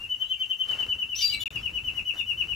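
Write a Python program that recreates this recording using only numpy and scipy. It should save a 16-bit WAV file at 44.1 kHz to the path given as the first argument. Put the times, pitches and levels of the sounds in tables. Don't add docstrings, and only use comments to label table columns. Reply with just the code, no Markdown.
import sys
import numpy as np
from scipy import signal
from scipy.fft import rfft, irfft, next_fast_len
from scipy.io import wavfile
from scipy.ndimage import uniform_filter1d

SR = 44100
rng = np.random.default_rng(int(sys.argv[2]) if len(sys.argv) > 2 else 0)


def to_wav(s):
    ch = np.atleast_2d(s).T
    pcm = np.round(np.clip(ch, -1, 1) * 32767)
    wavfile.write(sys.argv[1], SR, pcm.astype(np.int16))


N = 112454
T = np.arange(N) / SR
FREQS = np.fft.rfftfreq(N, 1 / SR)
RELEASE_S = 0.0017


def canary_trill(attack_s=0.019, slur_s=0.0205, slur_fade_db=8, fundamental_db=-0.89):
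    # (start [s], hold [s], first pitch [Hz], pitch ending the hold [Hz], last pitch [Hz],
    #  relative level [dB], swell over the hold [dB])
    notes = [(-0.0115, 0.0495, 2735, 2852, 2574, -33, 7), (0.086, 0.04, 2995, 3008, 2820, -23, 6.5),
             (0.182, 0.041, 3018, 3062, 2803, -23.5, 24), (0.282, 0.038, 3015, 3090, 2710, -22.5, 18.5),
             (0.38, 0.039, 3042, 3089, 2706, -22, 26.5), (0.481, 0.033, 3015, 3076, 2710, -21.5, 24.5),
             (0.5729, 0.042, 3010, 3084, 2800, -22, 24.5), (0.6805, 0.04, 3080, 2980, 2645, -24.5, -2),
             (0.777, 0.038, 3048, 3020, 2650, -23, 3.5), (0.8807, 0.032, 2995, 2999, 2657, -22, -1),
             (0.98, 0.039, 3042, 2950, 2604, -24, 0.5), (1.083, 0.045, 3063, 2897, 2526, -26.5, 3.5),
             (1.1756, 0.052, 3115, 2872, 2560, -25, 7), (1.292, 0.0415, 3060, 2843, 2515, -26.5, -1),
             (1.391, 0.065, 2984, 2872, 2330, -25.5, 2.5), (1.517, 0.042, 3060, 2875, 2400, -25, 23.5),
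             (1.625, 0.039, 3066, 2846, 2420, -25.5, 1), (1.729, 0.0405, 2995, 2923, 2490, -24.5, 3.5),
             (1.833, 0.044, 3064, 2940, 2530, -23.5, 11), (1.94, 0.041, 3003, 2867, 2440, -23.5, 9.5),
             (2.0473, 0.045, 3016, 2892, 2496, -22.5, 4.5), (2.1557, 0.042, 3018, 2864, 2510, -22, 12.5),
             (2.2589, 0.045, 2998, 2856, 2530, -22.5, 2), (2.369, 0.039, 3058, 2890, 2460, -21.5, 4.5),
             (2.4758, 0.044, 2997, 2872, 2460, -25.5, -1)]
    overtones_db = [-33.5, -29, -35, -40.5]
    pure, overtones = np.zeros((2, N))
    waver = 1 + 0.001 * wander(300)
    flutter_db = 0.7 * wander(70)
    for start, hold, first_hz, knee_hz, last_hz, db, swell_db in notes:
        on = (T >= start) & (T < start + hold + slur_s)
        t = T[on] - start
        held = np.minimum(t / hold, 1)
        slur = np.clip((t - hold) / slur_s, 0, 1)
        hz = first_hz + (knee_hz - first_hz) * held + (last_hz - knee_hz) * slur ** 1.1
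        phase = 2 * np.pi * np.cumsum(hz * waver[on]) / SR
        gate = np.minimum(t / attack_s, 1) * np.clip((hold + slur_s - t) / RELEASE_S, 0, 1)
        contour_db = flutter_db[on] - swell_db * (1 - held) - slur_fade_db * slur
        pure[on] += gate * amp(db + fundamental_db + contour_db) * np.sin(phase)
        harmonics = sum(amp(level) * np.sin(k * phase) for k, level in enumerate(overtones_db, 2))
        overtones[on] += gate * amp(db) * (1 - slur) ** 3 * harmonics
    tail = reverberation(pure + overtones, right_db=-5)
    return early_reflections(pure) + at_ears(overtones, right_db=-1) + tail


def second_bird():
    # (time [s], pitch [Hz], relative level [dB])
    squeal = [(1.15, 2480, -41), (1.162, 2820, -27), (1.185, 3075, -31.5), (1.205, 3012, -33),
              (1.222, 2770, -24.5), (1.238, 2780, -51)]
    whistle = [(1.205, 2320, -55), (1.228, 2331, -21.5), (1.25, 2357, -17), (1.285, 2340, -22.5),
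               (1.305, 2266, -43), (1.325, 2400, -60)]
    low_whistle = [(1.21, 2302, -37.5), (1.25, 2376, -59), (1.32, 2294, -46.5), (1.352, 2308, -26.5),
                   (1.372, 2296, -35.5), (1.39, 2190, -44)]
    peep = [(1.258, 3900, -35), (1.28, 3997, -32.5), (1.31, 4090, -55), (1.332, 4050, -36.5),
            (1.348, 4007, -21), (1.365, 4270, -67), (1.4, 4010, -50)]
    chirp = [(1.19, 3400, -55), (1.21, 3620, -30), (1.24, 3840, -46)]
    rasp = [(1.395, 3445, -60), (1.408, 3560, -38), (1.43, 3545, -43), (1.465, 3596, -55),
            (1.52, 3590, -58)]
    # (time [s], level [dB])
    hiss_envelope = [(1.13, -77), (1.155, -45.5), (1.195, -41), (1.225, -34), (1.26, -42), (1.34, -41.5),
                     (1.385, -61), (1.415, -47), (1.47, -57), (1.52, -72)]
    # (frequency [Hz], relative density [dB])
    hiss_spectrum = [(1500, -26.5), (2500, -3.5), (3600, 6.5), (5300, -2), (6500, -7.5), (8000, -10),
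                     (9200, -24.5), (11500, -8.5), (13200, -10), (15000, -13)]
    # (frequency [Hz], right-ear gain [dB])
    right_ear = [(2000, -4), (5000, -7.5), (8000, -8.5), (16000, 4)]
    voice = (bird_call(squeal, harmonics_db=[-14, 1, -29, -22, -23], jitter=0.01, jitter_hz=605)
             + bird_call(whistle, harmonics_db=[-25.5, 2, -21, -22, -25, -38],
                         jitter=0.0016, jitter_hz=297)
             + bird_call(low_whistle, harmonics_db=[0, -14], jitter=0.0015, jitter_hz=200)
             + bird_call(peep, harmonics_db=[0, -13, -24], jitter=0.024, jitter_hz=500)
             + bird_call(chirp, harmonics_db=[0, -14], jitter=0.015, jitter_hz=600)
             + bird_call(rasp, harmonics_db=[9, -1.5, -7, -7], jitter=0.0206, jitter_hz=620))
    hiss = modulated_noise(hiss_spectrum, hiss_envelope, flicker_db=3, flicker_hz=100)
    direct = at_ears(voice, right_db=log_curve(right_ear, FREQS))
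    return direct + amp(-6) * reverberation(voice, right_db=-3.5) + hiss


def distant_cheeps(arch_db=12):
    # (start [s], length [s], first pitch [Hz], last pitch [Hz], relative level [dB])
    cheeps = [(0.242, .06, 3820, 4066, -56.5), (0.257, 0.068, 3280, 3390, -50),
              (0.36, 0.056, 2405, 2255, -49.5), (1.201, 0.016, 5250, 5050, -30.5),
              (1.56, 0.024, 4810, 4870, -54.5), (1.568, 0.028, 3400, 3290, -49),
              (1.595, 0.023, 5480, 5270, -56), (1.945, 0.031, 2086, 2100, -52.5),
              (2.174, 0.021, 3615, 3570, -41)]
    voice = np.zeros(N)
    for start, length, first_hz, last_hz, db in cheeps:
        arch = [(start, first_hz, db - arch_db),
                (start + length / 2, (first_hz + last_hz) / 2, db),
                (start + length, last_hz, db - arch_db)]
        voice += bird_call(arch, harmonics_db=[0, -16], jitter=0.012, jitter_hz=403)
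    return amp(-2) * voice + amp(6) * reverberation(voice, right_db=-4.5)


def hands():
    # (time [s], level [dB])
    rustle_envelope = [(0, -54.5), (.04, -58.5), (.17, -70), (.24, -54), (.33, -86.5), (.4, -66),
                       (.62, -64), (.7, -44.5), (.8, -47), (.9, -52.5), (1.1, -62.5), (1.5, -55.5),
                       (1.57, -52), (1.66, -54.5), (1.82, -58), (1.97, -52.5), (2.1, -69), (2.155, -49),
                       (2.25, -62.5), (2.45, -54), (2.55, -58.5)]
    rumble_envelope = [(0, -50.5), (.12, -60), (.3, -61), (.6, -66.5), (.75, -58), (.88, -49.5),
                       (1.1, -55.5), (1.26, -54.5), (1.35, -47.5), (1.46, -50), (1.57, -42), (1.66, -47),
                       (1.75, -44), (1.81, -50), (1.86, -42), (1.92, -51), (2.03, -49), (2.13, -57),
                       (2.36, -48.5), (2.46, -47), (2.55, -46)]
    # (frequency [Hz], relative density [dB])
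    rustle_spectrum = [(100, 1), (230, 1), (700, 1), (1350, 3), (2100, -2), (4000, -8.5), (7000, -12.5),
                       (11500, -17.5), (16000, -24)]
    rumble_spectrum = [(20, -28.5), (33, -21.5), (47, -3), (60, -5), (105, -6.5), (150, -14.5), (250, -18),
                       (450, -24), (1000, -50.5)]
    rustle = modulated_noise(rustle_spectrum, rustle_envelope, flicker_db=2.87, flicker_hz=250)
    rumble = modulated_noise(rumble_spectrum, rumble_envelope, flicker_db=1, flicker_hz=31)
    return rustle + rumble


def wire_ticks(decay_s=0.0028, band_hz=(700, 4500)):
    # (time [s], level [dB])
    ticks = [(0.159, -53), (0.46, -48.5), (.503, -46.5), (0.687, -41), (1.017, -59), (1.558, -38.5)]
    envelope = sum(amp(db) * (T >= start) * np.exp(-abs(T - start) / decay_s) for start, db in ticks)
    band = signal.butter(1, band_hz, "band", fs=SR, output="sos")
    return envelope * unit_rms(signal.sosfilt(band, rng.standard_normal((2, N))))


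def room_noise():
    # (frequency [Hz], relative density [dB])
    air_spectrum = [(22, -24.5), (45, -6), (110, -12), (250, -12.5), (700, -19), (2000, -14), (4000, -25),
                    (7000, -19), (11500, -22.5), (15000, -24)]
    return amp(-59) * stereo_noise(air_spectrum)


def bird_call(contour, harmonics_db, jitter, jitter_hz):
    hz = curve(contour, T) * (1 + jitter * wander(jitter_hz))
    phase = 2 * np.pi * np.cumsum(hz) / SR
    gate = np.clip(np.minimum(T - contour[0][0], contour[-1][0] - T) / RELEASE_S, 0, 1)
    harmonics = sum(amp(db) * np.sin(k * phase) for k, db in enumerate(harmonics_db, 1))
    return gate * amp(curve(contour, T, column=2)) * harmonics


def early_reflections(x):
    # (delay [ms], gain [ratio])
    left_echoes = [(3.583, 0.8), (4.993, 0.12), (10.159, 0.6), (19.891, 0.43), (20.444, 0.55)]
    right_echoes = [(1.903, 0.54), (8.048, 0.26), (13.665, 0.66), (14.574, 0.56), (15.466, 0.69)]
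    size = next_fast_len(N + SR // 10)
    f = np.fft.rfftfreq(size, 1 / SR)
    paths = [direct + sum(gain * np.exp(-2j * np.pi * f * ms / 1000) for ms, gain in echoes)
             for direct, echoes in ((1, left_echoes), (0.71, right_echoes))]
    return irfft(rfft(x, size) * np.array(paths), size)[:, :N]


def reverberation(x, right_db, t60_s=0.16, build_s=0.016):
    t = T[:SR // 2]
    envelope = amp(-60 * t / t60_s) * np.clip(t / build_s, 0, 1) ** 2
    tail = rng.standard_normal((2, len(t))) * envelope
    tail /= np.linalg.norm(tail, axis=1, keepdims=True)
    return signal.fftconvolve(x[None], tail, axes=1)[:, :N] * amp([[0], [right_db]])


def at_ears(x, right_db, lag_ms=0.019):
    delay = np.exp(-2j * np.pi * FREQS * lag_ms / 1000)
    return np.array([x, irfft(rfft(x) * amp(right_db) * delay, N)])


def modulated_noise(spectrum, envelope, flicker_db, flicker_hz):
    return stereo_noise(spectrum) * amp(curve(envelope, T) + flicker_db * wander(flicker_hz))


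def stereo_noise(spectrum):
    # (frequency [Hz], correlation [ratio])
    coherence = [(50, 0.92), (150, 0.99), (350, 0.44), (800, 0.31), (1500, 0), (5000, 0.77), (15000, 0)]
    left, independent = rfft(rng.standard_normal((2, N)))
    shared = log_curve(coherence, FREQS)
    right = shared * left + np.sqrt(1 - shared ** 2) * independent
    return unit_rms(irfft(np.array([left, right]) * amp(log_curve(spectrum, FREQS)), N))


def wander(hz):
    return unit_rms(irfft(rfft(rng.standard_normal(N)) * np.exp(-(FREQS / hz) ** 2), N))


def curve(points, t, column=1):
    rows = np.array(points)
    return np.interp(t, rows[:, 0], rows[:, column])


def log_curve(points, hz):
    f, value = np.transpose(points)
    return np.interp(np.log(hz + 1), np.log(f), value)


def amp(db):
    return 10 ** (np.asarray(db) / 20)


def unit_rms(x):
    return x / np.sqrt(np.mean(x ** 2) + 1e-20)


def scene():
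    return canary_trill() + second_bird() + distant_cheeps() + hands() + wire_ticks() + room_noise()


def record(dry, cutoff_hz=15950):
    # (frequency [Hz], width [Hz], depth [dB])
    notches = [(9080, 453, 30.5), (13270, 380, 11)]
    # (start [s], end [s])
    dropouts = [(1.4375, 1.458), (1.4805, 1.5055)]
    loss_db = sum(db * np.exp(-((FREQS - hz) / width) ** 2) for hz, width, db in notches)
    heard = irfft(rfft(dry) * amp(-loss_db), N)
    gate = np.ones(N)
    for start, end in dropouts:
        gate[(T > start) & (T < end)] = 0
    gated = heard * uniform_filter1d(gate, size=40)
    lowpass = signal.firwin(511, cutoff_hz, window=("kaiser", 9), fs=SR)
    return signal.oaconvolve(gated, lowpass[None], "same")


dry = scene()
out = record(dry)
to_wav(out)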